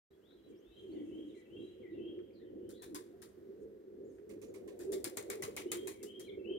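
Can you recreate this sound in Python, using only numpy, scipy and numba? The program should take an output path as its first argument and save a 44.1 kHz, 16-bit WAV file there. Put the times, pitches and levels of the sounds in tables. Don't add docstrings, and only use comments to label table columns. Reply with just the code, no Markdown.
import sys
import numpy as np
from scipy import signal
from scipy.fft import rfft, irfft, next_fast_len
from scipy.io import wavfile
from numba import njit

SR = 44100
rng = np.random.default_rng(int(sys.argv[2]) if len(sys.argv) > 2 else 0)


def generate_wav(sig):
    pcm = np.round(np.clip(np.atleast_2d(sig).T, -1, 1) * 32767).astype(np.int16)
    wavfile.write(sys.argv[1], SR, pcm)


def attenuation_scalar(level_db):
    decades = np.asarray(level_db, float) / 20
    return 10 ** decades


N = 290178
T = np.arange(N) / SR

# pitch_hz, level_db per Hz
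AIR_COLOUR = [(350, -16.5), (600, -1.5), (779, -10), (1030, -12), (1830, -11), (2500, -19.5), (3250, -19.5),
              (3530, -20.5), (4580, -23), (10600, -28.5), (13200, -23), (15100, -25.5), (16000, -32)]
AIR_DB = -80.5
# time_s, level_db
STILLNESS = [(.1, 0), (.7, 1), (2.5, -1.7), (3.3, 3.5), (3.9, -1), (4.4, 1.6), (6.58, 0)]
# start_s, length_s, level_db
PINE_SWELLS = [
    (4.3, 1.46, -57.5),
    (5.1, 0.6, -60),
]
# pitch_hz, level_db per Hz
PINE_COLOUR = [(380, -52), (480, 5), (590, -3.5), (720, -12), (1000, -30.5), (1500, -42.5)]
# start_s, length_s, level_db
LEAF_STIRS = [
    (.46, 0.089, -85.5),
    (.5, 1.22, -84),
    (.74, 0.14, -90),
    (1.33, 0.11, -81),
    (1.42, 0.52, -89.5),
    (1.58, 0.17, -91),
    (3.27, 0.064, -81),
    (3.59, 0.075, -82.5),
    (4.02, 0.27, -86),
]
# pitch_hz, level_db per Hz
LEAF_COLOUR = [(5000, -4), (6000, -5.5), (6600, 5), (7300, -2.5), (9000, 0), (11000, -9)]
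# start_s, length_s, level_db
CHORUS_SWELLS = [
    (.26, 0.57, -77.5),
    (.6, 0.61, -70.5),
    (1.0, 0.55, -70),
    (1.45, 0.49, -73),
    (1.9, 0.41, -78),
    (1.2, 1.55, -78),
    (2.2, 0.81, -86.5),
    (5.9, 0.5, -69.5),
    (6.2, 0.55, -87),
]
# pitch_hz, level_db per Hz
CHORUS_COLOUR = [(1500, -34), (1900, -8), (2400, -10), (2750, -3), (3250, 4.5), (3500, -10), (4100, -18),
                 (4800, -46.5)]

# time_s, level_db
BREEZE = [(.1, -65.5), (.8, -59), (1.4, -60.5), (2.4, -54), (3.2, -58), (3.7, -56.5), (4.7, -55),
          (5.4, -50.5), (6.1, -52), (6.58, -44.5)]
# peak_s, half_width_s, peak_db, cavity_note_hz
GUSTS = [(0.517, 0.032, -50.5, 311), (0.847, 0.025, -52.5, 416), (0.971, 0.07, -37.5, 332),
         (1.161, 0.11, -41.5, 312), (1.31, 0.074, -53.5, 303), (1.6, 0.084, -43.5, 327),
         (1.822, 0.027, -56.5, 345), (2.035, 0.16, -42.5, 319), (2.183, 0.052, -57, 376),
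         (2.399, 0.032, -64.5, 331), (2.579, 0.12, -48, 358), (2.708, 0.084, -61.5, 288),
         (2.939, 0.055, -45, 299.5), (3.382, 0.018, -58, 313), (3.497, 0.073, -56.5, 398.5),
         (3.627, 0.063, -51.5, 442), (4.013, 0.15, -52, 385), (4.335, 0.051, -48, 394),
         (4.498, 0.078, -47, 424.6), (4.681, 0.055, -45.5, 412), (4.925, 0.087, -37.5, 343.5),
         (5.079, 0.0082, -38.5, 360), (5.196, 0.017, -48.5, 379), (5.358, 0.11, -47, 403),
         (5.497, 0.017, -49, 452), (5.733, 0.067, -43.5, 345), (5.854, 0.056, -42, 385),
         (6.06, 0.032, -52.5, 450), (6.362, 0.045, -58, 409), (6.519, 0.063, -42.5, 385)]
# pitch_hz, level_db per Hz
RUSH_COLOUR = [(15, -47.5), (30, -36), (98, -21), (151, -46.5), (195, -13.5), (263, -11), (355, -1.5),
               (541, -13), (600, -28.5), (900, -47.5), (1170, -83), (1980, -120)]
# pitch_hz, level_db
HOUSING_TONES = [(104, -74), (208, -70)]
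# peak_s, half_width_s, pitch_hz, level_db
BUFFETS = [
    (.13, .03, 77, -70),
    (.39, .04, 54.6, -73),
    (.70, 0.028, 51.3, -63),
    (4.17, 0.04, 61, -69),
]
CALM_HZ, WANDER_HZ = 385, 15.6
RUMBLE_DB, RUMBLE_FOLLOWS, RUSH_DB, RUSH_FOLLOWS = -68, 0.44, -64.5, 0.5
RUSH_PER_BREEZE = 0.38

# start_hz, end_hz, bend (how early the glide settles)
RISE = (2700, 3230, 4.5)
FALL = (2650, 1945, 5.5)
PICKUP = (2740, 2600, .6)
FAR_RISE = (2760, 3260, 3.2)
# start_s, length_s, level_db
FAR_RISES = [
    (1.105, 0.14, -72.5),
    (1.50, 0.12, -70),
    (1.98, 0.14, -70.5),
]
FAR_FALLS = [
    (.925, 0.09, -81),
    (1.335, 0.082, -77),
    (1.815, 0.093, -72.5),
]
FAR_PICKUPS = [
    (.64, 0.066, -97),
    (.70, 0.033, -83),
    (1.05, 0.032, -83),
    (1.092, 0.023, -78),
    (1.455, 0.02, -81),
    (1.98, 0.025, -71),
]
NEAR_RISES = [
    (5.66, 0.18, -66),
    (6.055, 0.13, -62.5),
    (6.45, 0.18, -64),
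]
NEAR_PICKUPS = [
    (6.005, 0.041, -80),
    (6.385, 0.038, -74.5),
    (6.44, 0.022, -69),
]
# start_s, length_s, start_hz, end_hz, level_db
NEAR_CHIPS = [
    (5.94, 0.0484, 2380, 1970, -71.5),
    (6.265, 0.039, 2510, 2040, -74.5),
]
FAR_SLURS = [(.72, 0.116, 3030, 3236, -74.5), (.945, 0.04, 3340, 2590, -77), (1.28, 0.026, 3940, 3870, -88),
             (.975, 0.036, 2370, 2190, -81), (1.11, 0.068, 2210, 2260, -88), (1.165, 0.022, 2880, 3160, -78),
             (1.37, 0.045, 2400, 2260, -78), (1.93, 0.047, 2620, 2900, -81), (2.3, 0.013, 1580, 2610, -82.5),
             (2.397, 0.03, 1760, 2000, -75.5), (1.56, 0.023, 2690, 2800, -69.5),
             (1.862, 0.022, 2460, 2120, -76), (2.04, 0.037, 2550, 3070, -68), (2.413, 0.04, 1990, 1690, -85),
             (2.455, 0.029, 1810, 1930, -94), (2.78, 0.045, 1990, 1835, -76)]
CHATTER = [(.106, 0.023, 3800, 4000, -89), (.131, 0.018, 3140, 3400, -80.5), (.212, 0.11, 2600, 4110, -81),
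           (.285, .045, 3310, 3310, -82), (.302, 0.018, 3990, 3470, -72), (.312, 0.031, 3660, 4070, -74.5),
           (.372, 0.043, 3310, 3290, -86), (.386, 0.024, 3920, 4040, -83), (.432, 0.052, 3930, 3980, -81),
           (.472, .025, 3330, 3300, -86), (.515, 0.038, 2450, 2290, -88), (.545, 0.049, 3080, 3300, -92),
           (.74, 0.092, 3860, 4000, -84), (.762, 0.016, 3540, 2900, -72.5), (.792, 0.021, 4000, 3330, -74),
           (.872, 0.023, 4270, 4400, -88), (.885, 0.04, 3860, 4010, -81.5),
           (.916, 0.034, 4210, 4540, -79.5), (1.301, 0.026, 3750, 3370, -79),
           (1.342, 0.048, 3850, 4140, -78), (1.388, 0.026, 3960, 4280, -90),
           (1.417, 0.011, 4240, 3620, -88), (3.126, 0.05, 665, 720, -77.5), (5.906, 0.015, 3360, 3090, -67),
           (6.236, 0.031, 3480, 3050, -65.5), (6.237, 0.048, 3900, 4090, -72.5),
           (6.287, 0.021, 4070, 3060, -68)]
CLEAR_SLURS = [
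    (.608, 0.15, 2800, 4080, -81.5),
    (.69, 0.074, 3250, 3950, -85),
    (.955, 0.07, 3890, 2970, -77.5),
    (1.585, .145, 3800, 3990, -78.5),
]
SCOLDS = [(1.90, 0.085, 3930, 3410, -85.5), (2.33, 0.058, 4750, 4020, -81.5),
          (2.335, 0.11, 4360, 3500, -85.5), (2.44, .08, 3230, 2950, -87), (2.585, 0.18, 2920, 3150, -86.5),
          (2.7, 0.08, 3450, 3330, -80), (2.73, 0.095, 3580, 4150, -74.5), (2.815, 0.04, 3350, 3550, -70.5),
          (2.83, .05, 3820, 4200, -74.5)]
THIN_CHIRPS = [
    (.55, 0.075, 4400, 6800, -89),
    (4.04, 0.037, 6350, 7500, -87),
    (4.067, 0.053, 7740, 6000, -87),
    (4.478, 0.036, 7240, 6600, -77),
    (4.504, 0.0064, 7440, 5500, -80),
]
WALL_S = .056

# start_s, peak_db, note_hz
SOFT_TAPS = [
    (0.307, -74, 1610),
    (2.097, -80, 1960),
    (2.189, -67, 1680),
    (4.1843, -71, 1610),
]
# start_s, peak_db, hollow_low_db (relative), trunk_note_hz, crack_db
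LEFT_TAPS = [(2.6917, -47, -19, 1680, -5.5), (2.8215, -43.5, -12, 1690, -4.5),
             (2.9461, -37, -14.5, 1680, -2.5), (3.2187, -46, -14, 1820, -3.5),
             (4.7911, -38, -14.5, 1700, -12), (4.9204, -35, -15.5, 1950, -5.5),
             (5.0429, -33.5, -14, 2070, 5), (5.1707, -34.5, -11.5, 2030, 3.5),
             (5.3004, -35.5, -9.5, 1890, 4.5), (5.4228, -33, -10, 2080, -2),
             (5.5649, -34.5, -7.5, 2280, -2.5), (5.7168, -30, -12, 2240, 3), (5.872, -36, -13, 2472, -1.5),
             (6.0292, -42.5, -20.5, 2000, 0), (6.1956, -45.5, -16.5, 1990, -1.5)]
RIGHT_TAPS = [
    (4.293, -51.5, -10.5, 2100, -6),
    (4.416, -46, -13.5, 2390, -9),
    (4.54, -49, -10.5, 2260, -6),
    (4.6762, -52.5, -8, 1840, -5),
]
# pitch_hz, level_db (relative to trunk note)
LEFT_KNOTS = [(1420, 0), (960, 0), (1030, 7.5), (1300, -1), (1480, -18), (1150, -1), (850, -1.5), (930, 0),
              (1410, -10), (1090, 2), (1200, -11), (1200, -13), (1050, -2), (900, -17), (900, -12)]
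RIGHT_KNOTS = [(1220, -13), (895, -13), (1010, -7), (1030, -1)]
# pitch_hz, level_db per Hz
BARK_COLOUR = [(1760, -15), (3000, -33), (3410, -3), (4850, -0.5), (5290, -2.5), (6380, 2), (7150, 2.5),
               (7910, -2), (9270, -1.5), (14000, -9.5), (15800, -7.5), (15950, -81)]
# pitch_hz, level_db per Hz
TRUNK_COLOUR = [(35, -38), (90, 4.5), (400, -5), (600, 1), (800, -1), (1150, 1.5), (1500, -5.5),
                (2100, -0.5), (3000, -3), (4500, -8.5), (7000, -55.5)]
# pitch_hz, left_minus_right_db
FROM_LEFT = [(700, -1), (1200, -3), (2200, 0), (5000, 4), (7000, 0), (8500, 12), (10500, 14), (15000, 9)]
FROM_RIGHT = [(700, -1), (1200, -6), (2200, -9), (5000, -2), (7000, -4), (10000, -1), (14000, -6)]
# pitch_hz, level_db
EDGE = [(15800, 0), (15950, -60)]
SOFTEN_DB = 1.74
REBOUND_S = 0.012
TAP_LAG_S, WIND_LAG_S = .00054, .00042
START_S = .103


def rms_one(x):
    return x / np.sqrt(np.mean(x ** 2) + 1e-20)


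def in_time(rows):
    s, *columns = np.transpose(rows)
    return [np.interp(T, s, c) for c in columns]


def at_hz(points, size):
    hz, value = np.transpose(points)
    grid = np.fft.rfftfreq(2 * next_fast_len(size // 2 + 1), 1 / SR)
    return np.interp(np.log(grid + 1), np.log(hz), value)


def colour(x, db):
    size = 2 * np.shape(db)[-1] - 2
    return irfft(rfft(x, size) * attenuation_scalar(db), size)[..., :x.shape[-1]]


def drift(rate, size=N):
    r = np.exp(-2 * np.pi * rate / SR)
    run_in = SR // 8
    slow = signal.lfilter([1], [1, -2 * r, r * r], rng.standard_normal(size + run_in))
    return rms_one(slow[run_in:])


def pair(source, lag_s, alike):
    shared, left, right = source
    alike = np.clip(alike, 0, 1)
    late = np.roll(shared, round(lag_s * SR))
    return np.sqrt(alike) * np.array([shared, late]) + np.sqrt(1 - alike) * np.array([left, right])


def bursts(swells, points, flutter_db):
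    noise = rms_one(colour(rng.standard_normal((2, N)), at_hz(points, N)))
    level = 0
    for s, length, db in swells:
        u = np.clip((T - s) / length, 0, 1)
        level = level + attenuation_scalar(db) * np.sin(np.pi * u ** 0.95) ** 2
    return level * attenuation_scalar(flutter_db * drift(25)) * noise


def yard():
    air = rms_one(colour(rng.standard_normal((3, N)), at_hz(AIR_COLOUR, N)))
    leaves = bursts(LEAF_STIRS, [(4000, -63.0)] + LEAF_COLOUR + [(13000, -37.0)], flutter_db=1.5)
    pines = bursts(PINE_SWELLS, PINE_COLOUR, flutter_db=1.0)
    chorus = attenuation_scalar(-3.0) * bursts(CHORUS_SWELLS, CHORUS_COLOUR, flutter_db=1.6)
    air_db = AIR_DB + 3.0 + 0.13 * drift(2.1) + in_time(STILLNESS)[0]
    return attenuation_scalar(air_db) * pair(air, 0, 0.097) + leaves + chorus + pines


def gusts():
    t = T[::64]
    s, width, db, hz = np.transpose(GUSTS)[..., None]
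    bells = attenuation_scalar(db) * np.exp(-((t - s) / width) ** 2)
    calm = attenuation_scalar(in_time(BREEZE)[0][::64])
    total = calm + bells.sum(axis=0)
    note = (calm * CALM_HZ + (bells * hz).sum(axis=0)) / total
    return np.interp(T, t, 20 * np.log10(total)), np.interp(T, t, note) + WANDER_HZ * drift(3.8)


@njit
def resonate(x, hz, width, rate):
    out, r = np.zeros_like(x), np.exp(-np.pi * width / rate)
    for c in range(x.shape[0]):
        for i in range(2, x.shape[1]):
            push = x[c, i] - x[c, i - 2]
            turn = 2 * r * np.cos(2 * np.pi * hz[i] / rate)
            out[c, i] = push + turn * out[c, i - 1] - r * r * out[c, i - 2]
    return out


def wind():
    moan_db, moan_hz = gusts()
    swing = moan_db + 53
    rumble_db = RUMBLE_DB + RUMBLE_FOLLOWS * swing + 1.9 * drift(6.9)
    breeze_push = RUSH_PER_BREEZE * (in_time(BREEZE)[0] + 58)
    rush_db = RUSH_DB + RUSH_FOLLOWS * swing + breeze_push + 2.22 * drift(10.7)
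    white = rng.standard_normal((3, 3, N))

    moan = rms_one(resonate(resonate(white[0], moan_hz, 35., SR), moan_hz, 90., SR))
    moan = attenuation_scalar(moan_db - 4.5) * pair(moan, WIND_LAG_S, 0.77)
    rush = rms_one(colour(white[1], at_hz(RUSH_COLOUR, N)))
    rush = attenuation_scalar(rush_db + 7) * pair(rush, WIND_LAG_S, 0.88)
    low = signal.sosfilt(signal.butter(3, [55, 230], "band", fs=SR, output="sos"), white[2])
    rumble = attenuation_scalar(rumble_db - 3.5) * pair(rms_one(low), WIND_LAG_S, 0.49)

    port_time = T - [[0], [WIND_LAG_S]]
    tones = 0
    for hz, db in HOUSING_TONES:
        tones = tones + attenuation_scalar(db + 1.2 * drift(3.6)) * np.sin(2 * np.pi * hz * port_time)
    tones = tones * attenuation_scalar(rumble_db + 66)
    return (moan + rush + rumble + tones) * attenuation_scalar([[-.8], [.8]])


def buffets():
    out = np.zeros(N)
    for s, width, hz, db in BUFFETS:
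        out += attenuation_scalar(db) * np.exp(-((T - s) / width) ** 2) * np.sin(2 * np.pi * hz * T)
    return out


def sung(rows, note):
    from_hz, to_hz, bend = note
    return [(s, length, from_hz, to_hz, db, bend) for s, length, db in rows]


def slurred(rows, bend):
    return [(*row, bend) for row in rows]


def whistles(notes, blur, flutter_db):
    out = np.zeros(N)
    waver = 1 + .05 * blur * drift(460)
    flutter = attenuation_scalar(3.5 + flutter_db * drift(40))
    for s, length, from_hz, to_hz, db, bend in notes:
        span = slice(round(s * SR), round((s + length) * SR))
        u = np.clip((T[span] - s) / length, 0, 1)
        glide = (1 - np.exp(-bend * u)) / (1 - np.exp(-bend))
        hz = (from_hz + (to_hz - from_hz) * glide) * waver[span]
        out[span] += attenuation_scalar(db) * np.sin(np.pi * u) ** 0.6 * np.sin(2 * np.pi * np.cumsum(hz) / SR)
    return out * flutter


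def woods(x, wall_db, wet_db, t60, pan_db=9.5):
    t = np.arange(SR // 2) / SR
    paths = attenuation_scalar(wet_db) * rng.standard_normal((2, len(t))) * attenuation_scalar(-60 * t / t60) * (1 - np.exp(-t / .012))
    paths[:, 0] = attenuation_scalar([pan_db / 2, -pan_db / 2])
    paths[:, round(WALL_S * SR)] = attenuation_scalar(wall_db)
    return signal.fftconvolve(x[None], paths, axes=1)[:, :N]


def songbirds():
    chatter = whistles(slurred(CHATTER, bend=1.2), blur=0.33, flutter_db=3.5)
    hoarse = whistles(slurred(SCOLDS, bend=0.53), blur=0.8, flutter_db=2.2)

    far = sung(FAR_RISES, FAR_RISE) + sung(FAR_PICKUPS, PICKUP) + slurred(FAR_SLURS, bend=0.83)
    far = whistles(far, blur=0.23, flutter_db=4.0)
    birds = woods(far, wall_db=-26, wet_db=-28.0, t60=0.56)

    falls = whistles(sung(FAR_FALLS, FALL), blur=0.36, flutter_db=4.0)
    birds += woods(falls, wall_db=-8, wet_db=-26.5, t60=0.48)

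    near = sung(NEAR_RISES, RISE) + sung(NEAR_PICKUPS, PICKUP) + slurred(NEAR_CHIPS, bend=0.13)
    near = whistles(near, blur=0.069, flutter_db=4.5)
    birds += woods(near, wall_db=-1, wet_db=-28.0, t60=0.58)

    clear = whistles(slurred(CLEAR_SLURS, bend=1.4), blur=0.12, flutter_db=2.0)
    birds += woods(clear, wall_db=-16, wet_db=-26, t60=0.34)

    birds += woods(hoarse, wall_db=-22, wet_db=-20.0, t60=0.17)
    birds += woods(chatter, wall_db=-15, wet_db=-27, t60=0.24)

    thin = whistles(slurred(THIN_CHIRPS, bend=.6), blur=.06, flutter_db=2.5)
    return birds + woods(thin, wall_db=-22, wet_db=-37, t60=0.2)


def knocks():
    out, t = np.zeros((2, N)), np.arange(SR // 20) / SR
    fall = np.exp(-t / 0.0042)
    rebound = attenuation_scalar(-2.0) * np.roll(fall, round(REBOUND_S * SR))
    tail = attenuation_scalar(-8 - 260 * t)
    for s, db, hz in SOFT_TAPS:
        band = [(hz * .4, -30), (hz * .65, -3), (hz, 0), (hz * 1.4, -6), (hz * 2.5, -22),
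                (15800, -40), (15950, -90)]
        noise = pair(rng.standard_normal((3, len(t))), TAP_LAG_S, .7)
        tick = rms_one(colour(noise, at_hz(band, len(t))))
        at = round(s * SR)
        out[:, at:at + len(t)] += attenuation_scalar(db) * tick * (fall + rebound + tail)
    return out


def tap(low_db, hz, crack_db, knot_hz, knot_db, shadow, lag_s):
    size = SR // 4
    t = np.arange(size) / SR
    shade = at_hz(shadow, size) * [[.5], [-.5]]
    uneven = 1.8 * drift(160, shade.shape[1])

    def layer(points, alike):
        grains = rng.standard_normal((3, size))
        grains *= attenuation_scalar(1.6 * np.minimum(rng.exponential(1, (3, size)), 5))
        return rms_one(colour(pair(grains, lag_s, alike), at_hz(points, size) + uneven + shade))

    swell_s = 0.0034 * attenuation_scalar(-SOFTEN_DB * crack_db)
    scatter = (1 - np.exp(-t / swell_s)) * (attenuation_scalar(-60 * t / 0.16) + attenuation_scalar(-25.0 - 71.0 * t))
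    scatter = scatter * attenuation_scalar(1.1 * drift(70, size))

    crack = attenuation_scalar(crack_db) * (1 - np.exp(-t / 0.00022)) * np.exp(-t / 0.0022)
    echo = attenuation_scalar(-17.5) * np.roll(crack, round(WALL_S * SR) - 60)
    snap = layer([(40, -44), (500, 1.0), (1200, -24.0), (4000, -14.5), (7000, 1.5), (10000, -2.0),
                  (15500, -8.0), (16600, -28), (16900, -87)], 0.25)

    note = layer([(hz * 0.72, -40), (hz * 0.84, -10), (hz, 0), (hz * 1.16, -10), (hz * 1.32, -40)], 0.75)
    hollow = layer([(knot_hz * .75, -40), (knot_hz * .88, -9), (knot_hz, 0),
                    (knot_hz * 1.13, -9), (knot_hz * 1.3, -40)], 0.85)
    ring_fall = attenuation_scalar(-60 * t / 0.16) + attenuation_scalar(-5.0 - 60 * t / 0.29)
    ring_shape = (1 - np.exp(-t / (0.14 * swell_s))) * ring_fall
    ring = attenuation_scalar(low_db - 2.0) * (note + attenuation_scalar(knot_db) * hollow) * ring_shape

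    bark = attenuation_scalar(1.0 - 15.4 * t) * layer(BARK_COLOUR, 0.27)
    trunk = attenuation_scalar(low_db + 9.0 + 33 * t) * layer(TRUNK_COLOUR, 0.55)
    fade = np.clip(3 - 3 * t / t[-1], 0, 1)
    body = colour((ring + (bark + trunk) * scatter) * fade, at_hz(EDGE, size))
    return attenuation_scalar(8.0) * snap * (crack + echo) + body


def woodpecker():
    out = np.zeros((2, N + SR))
    sides = [(LEFT_TAPS, LEFT_KNOTS, FROM_LEFT, TAP_LAG_S),
             (RIGHT_TAPS, RIGHT_KNOTS, FROM_RIGHT, -TAP_LAG_S / 3)]
    for blows, knots, shadow, lag_s in sides:
        for (s, db, *blow), knot in zip(blows, knots):
            one = tap(*blow, *knot, shadow, lag_s)
            at = round(s * SR)
            out[:, at:at + one.shape[1]] += attenuation_scalar(db - 8.0) * one
    return out[:, :N] + knocks()


def scene():
    birds = songbirds()
    tapping = woodpecker()
    surroundings = birds + wind() + buffets() + yard()
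    return tapping + colour(surroundings, at_hz(EDGE, N))


def low_pass(x):
    return signal.sosfilt(signal.butter(12, 16850, fs=SR, output="sos"), x)


def record(dry):
    opening = np.clip((T - START_S) / 0.0082, 0, 1)
    closing = np.clip((T[-1] - T) / 0.0011, 0, 1)
    return low_pass(dry * opening * closing)


dry = scene()
out = record(dry)
generate_wav(out)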